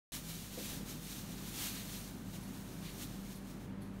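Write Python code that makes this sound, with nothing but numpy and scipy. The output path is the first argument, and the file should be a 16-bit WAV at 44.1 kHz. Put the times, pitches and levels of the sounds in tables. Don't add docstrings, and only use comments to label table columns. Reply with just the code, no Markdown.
import sys
import numpy as np
from scipy import signal
from scipy.fft import rfft, irfft
from scipy.io import wavfile
from scipy.ndimage import uniform_filter1d

SR = 44100
rng = np.random.default_rng(int(sys.argv[2]) if len(sys.argv) > 2 else 0)


def digitize_waveform(pressure):
    field = np.atleast_2d(pressure).T
    bounded = np.clip(field, -1, 1)
    quanta = np.round(bounded * 32767).astype(np.int16)
    wavfile.write(sys.argv[1], SR, quanta)


N = 176400

# t/s, relative level/dB
STROKES = [(0.12, -48.5), (0.15, -44), (0.23, -56.5), (0.29, -49.5), (0.35, -50), (0.48, -55),
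           (0.64, -47.5), (0.74, -47), (0.77, -52.5), (0.84, -57.5), (0.9, -48), (0.98, -56.5),
           (1.14, -49.5), (1.27, -54.5), (1.41, -54.5), (1.53, -49), (1.62, -42.5), (1.67, -40.5),
           (1.71, -46.5), (1.88, -51.5), (1.95, -49), (2.24, -63), (2.36, -54.5), (2.39, -60), (2.61, -56),
           (2.63, -59.5), (2.82, -57.5), (2.86, -55.5), (2.95, -56), (3.03, -48), (3.08, -56), (3.18, -60),
           (3.33, -56), (3.42, -66), (3.51, -57.5), (3.56, -65.5), (3.65, -65), (3.73, -78), (3.8, -77),
           (3.83, -68), (3.91, -74), (4.0, -66)]
# f/Hz, relative level/dB
HISS_SPECTRUM = [(150, -39), (600, -8.5), (1100, -7), (1500, -5), (2300, -2.5), (3100, -0.5), (4100, 0.75),
                 (4900, -2.5), (5900, -0.1), (7100, -1), (7850, -3.5), (8500, -1.5), (9800, -2.5),
                 (10450, -6), (11200, -2.5), (12800, -3), (16000, -5.5)]
# t/s, length/s, level/dB
GRIP_SCUFFS = [(1.385, 0.034, -58.5), (1.785, 0.082, -52.5), (2.872, 0.086, -54)]
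# f/Hz, relative level/dB
SCUFF_SPECTRUM = [(800, -22), (2200, 1), (3000, -2), (4000, 0.5), (4500, 0), (5000, -7), (12000, -30)]


def sliding(t):
    slips_per_s = 2300
    slips = (rng.random(N) < slips_per_s / SR) * rng.standard_normal(N)
    hiss = noise(HISS_SPECTRUM) + undb(-10.5) * colour(slips, HISS_SPECTRUM)
    strokes = undb(curve(t, STROKES) + 1 + waver(rate_hz=45))
    scuffs = sum(undb(db) * np.exp(-(2 * (t - at) / length) ** 2) for at, length, db in GRIP_SCUFFS)
    rubbing = hiss * strokes + noise(SCUFF_SPECTRUM) * scuffs
    return reflections(rubbing, wet_db=-12.5, t60=0.11)


# t/s, level/dB
HAND_BUMPS = [(0.569, -44.5), (.793, -52.5)]
# f/Hz, relative level/dB
BUMP_SPECTRUM = [(120, -18), (320, -0.5), (420, -5), (480, 3), (560, -3), (660, -10), (950, -22),
                 (2500, -47)]


def bumps(t):
    knocks = sum(undb(db) * strike(t - at, attack_s=0.011, t60=0.2) for at, db in HAND_BUMPS)
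    return noise(BUMP_SPECTRUM) * knocks


# f/Hz, relative level/dB, t60/s
CHAIN_MODES = [(3580, -20, 0.28), (4404, -11, 0.35), (8120, -14, 0.18), (10600, -15, 0.23),
               (11100, -3.5, .12), (11540, -14, .2)]
# f/Hz, relative level/dB
JINGLE_SPECTRUM = [(2000, -25), (4300, -3), (5500, -20), (7500, -22), (8500, -9), (11200, -3), (12000, -3),
                   (12500, -19), (16000, -28)]


def chain(t):
    any_tink_s, turn_s = 2.432, 0.4617
    age = (t - any_tink_s) % turn_s
    ring = sum(undb(db) * strike(age, 0.0035, t60) * np.sin(2 * np.pi * (hz * age + rng.random()))
               for hz, db, t60 in CHAIN_MODES)
    jingle = noise(JINGLE_SPECTRUM) * strike(age, attack_s=0.002, t60=0.22)
    return reflections(undb(-55.5) * ring + undb(-63.5) * jingle, wet_db=-9, t60=0.47)


# t/s, level/dB
AIR_LEVEL = [(.12, -52), (.5, -51), (.75, -47), (1.05, -50.5), (1.28, -47.5), (1.6, -49), (2.1, -49),
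             (2.35, -48), (2.7, -49), (3.1, -48.5), (3.55, -49), (3.85, -48.5), (4, -49.5)]
# f/Hz, relative level/dB
AIR_SPECTRUM = [(20, -13), (45, -7), (80, -9), (105, -2), (126, 2), (143, -0.5), (165, 2), (180, -0.5),
                (202, 4.5), (225, -2), (255, 2), (290, -4), (308, -3.5), (345, -8.5), (380, -6.5),
                (440, -14.5), (520, -17.5), (610, -15.5), (800, -16.5), (1600, -21), (2200, -25),
                (3000, -29.5), (4200, -34.5), (5500, -40.5), (10000, -44.5), (16000, -51)]
# f/Hz, mean level/dB, waver/dB
MOTOR_LINES = [(48.4, -57.5, 1.4), (100.1, -62.5, 2.5), (163.2, -59.5, 5), (480, -70.5, 2), (529, -74, 1),
               (584.6, -76, 3.5)]
# t/s, level/dB
DRONE_LEVEL = [(.12, -77.5), (1.2, -53), (1.8, -60), (2.4, -52), (3.05, -57.5), (3.3, -48.5), (3.55, -54),
               (3.85, -49.5), (4, -47)]


def fan(t):
    air_db = curve(t, AIR_LEVEL)
    air = noise(AIR_SPECTRUM) * undb(air_db + 0.54 * waver(rate_hz=8.07))
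    hum = sum(hum_line(hz) * undb(db + waver_db * waver(rate_hz=3.97))
              for hz, db, waver_db in MOTOR_LINES)
    follow_air = undb(0.33 * (air_db - air_db.mean()))
    drone = hum_line(hz=193.6) * undb(curve(t, DRONE_LEVEL) + 1.5 * waver(rate_hz=12))
    return air + hum * follow_air + drone


def hum_line(hz):
    pitch_hz = hz * (1 + 0.00297 * waver(rate_hz=5.024))
    cycles = np.cumsum(pitch_hz) / SR + rng.random()
    return np.sqrt(2) * np.sin(2 * np.pi * cycles)


def reflections(x, wet_db, t60):
    age = np.arange(SR // 3) / SR
    echoes = rng.standard_normal(len(age)) * strike(age, 0.0019, t60)
    wet = signal.fftconvolve(x, echoes / np.linalg.norm(echoes))[:N]
    return (x + undb(wet_db) * wet) / np.hypot(1, undb(wet_db))


def undb(db):
    return 10 ** (np.asarray(db) / 20)


def curve(t, rows):
    return np.interp(t, *np.array(rows).T)


def colour(x, spectrum):
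    hz, db = np.array(spectrum).T
    f = np.maximum(np.arange(N // 2 + 1) * SR / N, 1)
    gain = undb(np.interp(np.log(f), np.log(hz), db))
    shaped = irfft(rfft(x) * gain, N)
    return shaped / np.std(shaped)


def noise(spectrum):
    return colour(rng.standard_normal(N), spectrum)


def waver(rate_hz):
    hold = max(int(SR / rate_hz), 1)
    steps = rng.standard_normal(4000)[np.arange(N) // hold % 4000]
    return 1.3 * uniform_filter1d(uniform_filter1d(steps, hold), hold)


def strike(age, attack_s, t60):
    rise = np.clip(age / attack_s, 0, 1)
    return rise * np.exp(-np.log(1000) * np.maximum(age - attack_s, 0) / t60)


def scene():
    t = np.arange(N) / SR
    return np.tile(sliding(t) + bumps(t) + fan(t) + chain(t), (2, 1))


def record(dry):
    open_s, top_hz = 0.12, 15700
    live = np.arange(N) / SR >= open_s
    lowpass = signal.ellip(12, 0.1, 70, top_hz, fs=SR, output="sos")
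    return signal.sosfilt(lowpass, dry * live)


dry = scene()
out = record(dry)
digitize_waveform(out)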